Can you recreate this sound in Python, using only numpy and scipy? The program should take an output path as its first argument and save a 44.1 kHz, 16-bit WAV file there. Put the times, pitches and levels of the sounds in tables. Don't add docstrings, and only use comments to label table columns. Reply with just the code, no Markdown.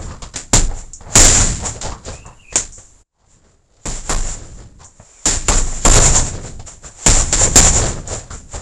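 import sys
import numpy as np
from scipy import signal
from scipy.fft import rfft, irfft, next_fast_len
from scipy.io import wavfile
from scipy.ndimage import uniform_filter1d

SR = 44100
rng = np.random.default_rng(int(sys.argv[2]) if len(sys.argv) > 2 else 0)


def bounce(signal):
    frames = np.transpose(np.atleast_2d(signal))
    limited = np.clip(frames, -1, 1)
    pcm = np.round(limited * 32767).astype(np.int16)
    wavfile.write(sys.argv[1], SR, pcm)


N = 379701
T = np.arange(N) / SR

# hit_s, force_db, crack_db, slap_db, slap_t60_s, smack_hz (air trapped under the glove),
# bounce_gap_s, first_jolt_db (chain), bounce_damping_db
PUNCHES = [(0.359, -37, -50, -24.5, .21, 1913, 0.048, -42, 21),
           (0.533, -7.5, -29, -9.5, 0.25, 420.2, 0.081, -42, 20),
           (1.155, -5.5, -6, -7, 0.87, 416.7, 0.11, -16, 3.7),
           (2.557, -28, -14, -21, 0.27, 950.3, 0.045, -46, 11.5),
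           (3.856, -7.5, -13.5, -13, 0.47, 507, 0.12, -26.5, 0),
           (4.095, 1.5, -7.5, -7, 0.35, 847.8, 0.19, -22, 20),
           (5.256, -11, -17, -6.5, 0.35, 649.4, 0.087, -21.5, 31),
           (5.484, -4.5, -5, -9.5, 0.3, 792, 0.099, -18.5, 17),
           (5.851, 1, -1.5, -11, 0.63, 637.5, 0.1075, -10.5, 2),
           (7.063, -7.5, -8.5, -10.5, 0.4, 399.7, 0.13, -19, 16),
           (7.327, -18, -22, -14, 0.23, 420, 0.11, -16.5, 15),
           (7.558, -6, -10.5, 2, 0.19, 480, 0.1105, -15.5, 3.5)]
# peak_s, swell_s, level_db, beam_db (rumble of the beam)
SWINGS = [(0.05, .15, -45, -30), (0.80, .05, -42.5, -41.5), (1.419, 0.087, -22, -17),
          (1.665, 0.022, -27, -31), (1.85, 0.02, -41, -32), (2.14, 0.035, -43.5, -38.5),
          (2.785, 0.009, -48, -67), (3.34, 0.062, -39, -33), (3.52, 0.071, -51.5, -44.5),
          (4.602, .19, -46, -28), (5.24, .32, -46.5, -62), (5.78, 0.14, -32, -30), (6.479, .06, -39, -29.5),
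          (6.68, 0.014, -35.5, -58), (6.87, 0.038, -41.5, -46), (7.05, 0.076, -39, -58),
          (8.139, 0.043, -31, -41), (8.347, .033, -39.5, -35), (8.56, 0.048, -38, -50)]
# peak_s, level_db, ring_t60_s
CLINKS = [(0.934, -38.5, 0.19), (1.813, -35, 0.17), (2.051, -42.5, 0.13), (2.262, -49, 0.12),
          (2.557, -18.5, .19), (2.723, -45.5, 0.62), (4.845, -38.5, 0.2), (6.039, -21, 0.076),
          (6.156, -17, 0.28), (8.076, -39, 0.34)]
# peak_s, level_db, grit_db, hollow_hz (note of the sole)
FOOTFALLS = [(0.223, -27.5, -32.5, 1098), (0.341, -32, -37.5, 1700), (1.01, -37.5, -51, 755.5),
             (1.815, -35, -27.5, 1030), (1.922, -26.5, -53, 1044), (2.526, -33, -39, 1902),
             (2.782, -43, -57, 560), (5.000, -34, -73, 600), (6.596, -34, -44, 720),
             (8.307, -28, -41, 1309)]
# peak_s, swell_s, level_db, grit_db, hollow_hz
SCUFFS_KNOCKS_MURMUR = [(0.02, 0.033, -31.5, -45, 420), (0.115, .04, -34.5, -46.5, 1080),
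                        (0.721, .026, -31, -48, 680), (1.112, .06, -31.5, -51, 740),
                        (1.648, 0.039, -27, -62, 760), (1.755, 0.01494, -31, -47, 519.6),
                        (1.868, .033, -23.5, -33.5, 750), (2.09, .036, -29, -37.5, 540),
                        (2.275, .025, -35, -56, 951.2), (3.25, 0.1028, -35.5, -46, 880),
                        (3.48, .15, -36.5, -47, 298.9), (3.80, .12, -42, -48.5, 540),
                        (4.422, .09, -30, -38, 400), (4.616, .04, -33.5, -45, 450),
                        (4.82, .022, -34, -41.5, 950), (5.975, .045, -8, -17.5, 482.5),
                        (6.165, .02, -15, -21, 850.7), (6.35, .035, -26.5, -38.5, 420),
                        (6.451, .02, -29, -39, 400), (6.852, .017, -37.5, -48, 1300),
                        (7.84, 0.045, -17, -26.5, 500), (7.975, .03, -29.5, -57, 420),
                        (8.136, .063, -27, -38, 600), (8.552, 0.016, -27.5, -37, 740)]
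# time_s, pitch_hz, level_db (relative)
SQUEAKS = [
    [(2.13, 2410, -48), (2.234, 2700, -48.5), (2.346, 2680, -59), (2.354, 3020, -76), (2.398, 2790, -48),
     (2.424, 2840, -49), (2.45, 2530, -48), (2.53, 2540, -40)],
    [(5.03, 2280, -68), (5.158, 2399, -51), (5.21, 2280, -55)],
]
# time_s, gain
LEVEL_CURVE = [(3.015, 1), (3.035, .03), (3.11, .015), (3.17, .05), (7.3, 1)]

# frequency_hz, density_db (relative, per Hz)
SLAP_SPECTRUM = [(120, -31), (250, -5), (500, -7.5), (800, -13), (1100, -12.5), (1700, -9.5), (2900, -13),
                 (4000, -11.5), (5500, -10.5), (7000, -14), (9000, -17), (11000, -35.5)]
CRACK_SPECTRUM = [(100, -63), (300, -5), (700, 1.5), (1200, -11), (2500, -4.5), (5000, -20.5), (7500, -9),
                  (11000, -27)]
THUD_SPECTRUM = [(30, -4), (50, 3.5), (80, 1), (120, -2), (180, -7.5), (260, -12.5), (450, -22),
                 (1500, -67)]
CLOTH_SPECTRUM = [(300, -12.5), (1000, -5.5), (3000, -6.5), (7000, -3.5), (11000, -26)]
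CHAIN_SPECTRUM = [(150, -29), (350, -12), (600, -7), (1100, -9.5), (1800, -13), (3000, -16.5), (5000, -17),
                  (5700, -11), (6300, -13.5), (7400, -13.5), (9000, -18.5), (11000, -39.5)]
KNOCK_SPECTRUM = [(120, -20), (300, 2), (480, 7), (800, 4.5), (1300, -15), (2200, -4), (5000, -122)]
LINK_SPECTRUM = [(1000, -46), (4500, -31.5), (5600, -14), (6600, -11.5), (7400, -17), (8500, -16),
                 (11000, -57)]
SOLE_SPECTRUM = [(100, 10.5), (300, -9), (520, -3), (800, -9.5), (1200, -10), (1800, -13.5), (3000, -29.5),
                 (6000, -45), (11000, -79)]
GRIT_SPECTRUM = [(400, -5), (1500, -7.5), (3000, -4.5), (5000, -2.5), (7000, -11.5), (9000, -17.5),
                 (11000, -48)]
AIR_SPECTRUM = [(20, 7), (60, -3), (130, -16), (300, -20), (1000, -27), (3000, -35), (7000, -35.5),
                (9000, -38), (11000, -45)]

SMACK_DB = -2.5
BOOM_HZ, BOOM_RISE_HZ_PER_DB = 23.7, 0.01
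THUD_DB, THUD_DB_PER_FORCE_DB = -5.5, 0.87
SWISH_DB, SWISH_SWELL_S, SWISH_T60_S = -29.5, 0.038, 0.08
JOLT_SWELL_S, JOLT_T60_S, JOLT_BEAM_DB = 0.049, 0.25, -1
SWING_T60_S = 0.3
FOOTFALL_SWELL_S, FOOTFALL_T60_S = 0.002584, 0.2
STOP_T60_S, STOP_T60_PER_SWELL = 0.22, 3.5
AIR_DB = -44.5
MIC_HZ, MIC_WIDTH_HZ, MIC_PEAK_DB = 7227, 510, 16
OVERLOAD_DB = -0.3
BAND_HZ, TOP_HZ = 11300, 16000


def slaps(attack_s=0.00048, crack_t60_s=0.067, smack_t60_s=0.25, smack_width_hz=900):
    hit_s, force_db, crack_db, slap_db, slap_t60_s, smack_hz, *_ = np.transpose(PUNCHES)
    crack = swells(np.broadcast(hit_s, attack_s, crack_t60_s, crack_db))
    smack = swells(np.broadcast(hit_s, attack_s, smack_t60_s, force_db + SMACK_DB))
    wash = swells(np.broadcast(hit_s, attack_s, slap_t60_s, slap_db))
    pocket = resonance(held(hit_s - attack_s, smack_hz), smack_width_hz)
    room = colour(grains(rate_per_s=1200, spread_db=0.0), SLAP_SPECTRUM)
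    return crack * noise(CRACK_SPECTRUM) + smack * pocket + wash * room


def booms(build_s=0.052, t60_s=0.58, stiffening=0.44, relax_s=0.036, upper_hz=43, upper_db=-9, gain=3.0):
    out = np.zeros(N)
    for hit_s, force_db, *_ in PUNCHES:
        start = int(hit_s * SR)
        t = T[:N - start][:2 * SR]
        settled_hz = BOOM_HZ + BOOM_RISE_HZ_PER_DB * force_db
        cycles = settled_hz * (t + stiffening * relax_s * (1 - np.exp(-t / relax_s)))
        upper = undb(upper_db) * np.sin(2 * np.pi * (upper_hz * t + rng.random()))
        envelope = undb(force_db) * (1 - np.exp(-t / build_s)) * undb(-60 * t / t60_s)
        out[start:start + len(t)] += gain * envelope * (upper - np.sin(2 * np.pi * cycles))
    return out


def thuds(swell_s=0.0057, t60_s=0.47):
    rows = [(hit_s + swell_s, swell_s, t60_s, THUD_DB + THUD_DB_PER_FORCE_DB * force_db)
            for hit_s, force_db, *_ in PUNCHES]
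    return swells(rows) * noise(THUD_SPECTRUM)


def swishes():
    rows = [(hit_s, SWISH_SWELL_S, SWISH_T60_S, crack_db + SWISH_DB) for hit_s, _, crack_db, *_ in PUNCHES]
    return swells(rows) * noise(CLOTH_SPECTRUM)


def bounces(count=4):
    return [(hit_s + (k + 1) * gap_s, jolt_db - damping_db * k ** 2)
            for hit_s, *_, gap_s, jolt_db, damping_db in PUNCHES for k in range(count)]


def chain(beam_t60_s=0.99, sway_db=-2, knock_db=-8):
    clatter = contacts(CHAIN_SPECTRUM, rate_per_s=600, spread_db=0.5, wet_db=7.0, t60_s=0.18)
    knocks = undb(knock_db) * contacts(KNOCK_SPECTRUM, rate_per_s=62, spread_db=4, wet_db=6.0, t60_s=0.047)
    uneven_knocks = knocks * lumps(rate_per_s=60, depth_db=2.5)
    rattles = [(s, JOLT_SWELL_S, JOLT_T60_S, db, db + JOLT_BEAM_DB) for s, db in bounces()]
    rattles += [(s, swell_s, SWING_T60_S, db, beam_db) for s, swell_s, db, beam_db in SWINGS]
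    shaking = swells([row[:4] for row in rattles])
    beam = swells([(s, swell_s, beam_t60_s, beam_db) for s, swell_s, _, _, beam_db in rattles])
    sway = undb(sway_db) * noise([(12, -26), (22, 11), (36, -11), (60, -15), (200, -101)])
    return shaking * (clatter + uneven_knocks) + beam * (noise(THUD_SPECTRUM) + sway)


def clinks(attack_s=0.00017, tick_t60_s=0.0053, tick_db=5):
    ring = swells([(s, attack_s, t60_s, db) for s, db, t60_s in CLINKS])
    tick = swells([(s, attack_s, tick_t60_s, db + tick_db) for s, db, _ in CLINKS])
    return np.hypot(ring, tick) * noise(LINK_SPECTRUM)


def floor_events():
    landings = [(s, FOOTFALL_SWELL_S, FOOTFALL_T60_S, db, grit_db, hz) for s, db, grit_db, hz in FOOTFALLS]
    others = [(s, swell_s, STOP_T60_S + STOP_T60_PER_SWELL * swell_s, db, grit_db, hz)
              for s, swell_s, db, grit_db, hz in SCUFFS_KNOCKS_MURMUR]
    return sorted(landings + others)


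def footwork_knocks_and_murmur(hollow_db=-5, hollow_width_hz=370, sole_db=3.0):
    events = floor_events()
    peak_s, swell_s, *_, hollow_hz = np.transpose(events)
    hollow = undb(hollow_db) * resonance(held(peak_s - swell_s * 1.4, hollow_hz), hollow_width_hz)
    sole = undb(sole_db) * contacts(SOLE_SPECTRUM, rate_per_s=240, spread_db=2, wet_db=0.5, t60_s=0.13)
    grit = contacts(GRIT_SPECTRUM, rate_per_s=390, spread_db=4.0, wet_db=3.0, t60_s=0.12)
    body_level = swells([row[:4] for row in events])
    grit_level = swells([(*row[:3], row[4]) for row in events])
    return body_level * (sole + hollow) + grit_level * grit


def squeak(width_hz=170, gain_db=-1):
    out = np.zeros(N)
    for curve in SQUEAKS:
        time_s, pitch_hz, level_db = np.transpose(curve)
        tone = resonance(np.interp(T, time_s, pitch_hz), width_hz)
        level = undb(np.interp(T, time_s, level_db) + gain_db)
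        out += tone * level * (T > time_s[0]) * (T < time_s[-1])
    return out


def room_air():
    return undb(AIR_DB) * noise(AIR_SPECTRUM)


def undb(db):
    return 10 ** (np.asarray(db) / 20)


def colour(x, points):
    point_hz, point_db = np.transpose(points)
    size = next_fast_len(N)
    hz = np.maximum(np.fft.rfftfreq(size, 1 / SR), 1)
    gain = undb(np.interp(np.log(hz), np.log(point_hz), point_db))
    y = irfft(rfft(x, size) * gain, size)[:N]
    return y / np.std(y)


def noise(points):
    return colour(rng.standard_normal(N), points)


def grains(rate_per_s, spread_db):
    hits = rng.random(N) < rate_per_s / SR
    signs = rng.choice([-1, 1], N)
    sizes = undb(spread_db * np.clip(rng.standard_normal(N), -2, 2))
    x = hits * signs * sizes
    return x / np.std(x)


def contacts(points, rate_per_s, spread_db, wet_db, t60_s):
    x = grains(rate_per_s, spread_db)
    keep = undb(-120 / (t60_s * SR))
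    cloud = np.sqrt(signal.lfilter([1 - keep], [1, -keep], x ** 2)) * rng.standard_normal(N)
    return colour(x + undb(wet_db) * cloud, points)


def swells(rows):
    power = np.zeros(N)
    for peak_s, swell_s, t60_s, db in rows:
        span = slice(max(int((peak_s - 4 * swell_s) * SR), 0), int((peak_s + 2 * t60_s) * SR))
        t = T[span] - peak_s
        shape = np.exp(np.where(t < 0, -(t / swell_s) ** 2, -np.log(1000) * t / t60_s))
        power[span] += (undb(db) * shape) ** 2
    return np.sqrt(power)


def resonance(hz, width_hz):
    smoothing = signal.butter(2, width_hz / 2, fs=SR, output="sos")
    flutter = signal.sosfilt(smoothing, rng.standard_normal((2, N)))
    carrier = np.exp(2j * np.pi * np.cumsum(hz) / SR)
    tone = np.real((flutter[0] + 1j * flutter[1]) * carrier)
    return tone / np.std(tone)


def held(times_s, values):
    return np.asarray(values)[np.maximum(np.searchsorted(np.sort(times_s), T) - 1, 0)]


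def lumps(rate_per_s, depth_db):
    hold = int(SR / rate_per_s)
    levels = np.repeat(rng.standard_normal(N // hold + 1), hold)
    return undb(depth_db * uniform_filter1d(levels, hold)[:N])


def lowpass(x, hz):
    return signal.sosfiltfilt(signal.ellip(6, 0.1, 45, hz, fs=SR, output="sos"), x)


def scene():
    punches = slaps() + booms() + thuds() + swishes()
    return (punches + chain() + clinks() + footwork_knocks_and_murmur() + squeak() + room_air())[None]


def record(dry, droop_hz=7):
    ring = signal.lfilter(*signal.iirpeak(MIC_HZ, MIC_HZ / MIC_WIDTH_HZ, fs=SR), dry)
    limit = undb(OVERLOAD_DB)
    drive = (dry + undb(MIC_PEAK_DB) * ring) / limit
    flat = limit * drive / (1 + drive ** 6) ** (1 / 6)
    sagged = signal.sosfilt(signal.butter(1, droop_hz, "high", fs=SR, output="sos"), flat)
    levelled = lowpass(sagged, BAND_HZ) * np.interp(T, *np.transpose(LEVEL_CURVE))
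    return lowpass(np.clip(levelled, -1, 1), TOP_HZ)


dry = scene()
out = record(dry)
bounce(out)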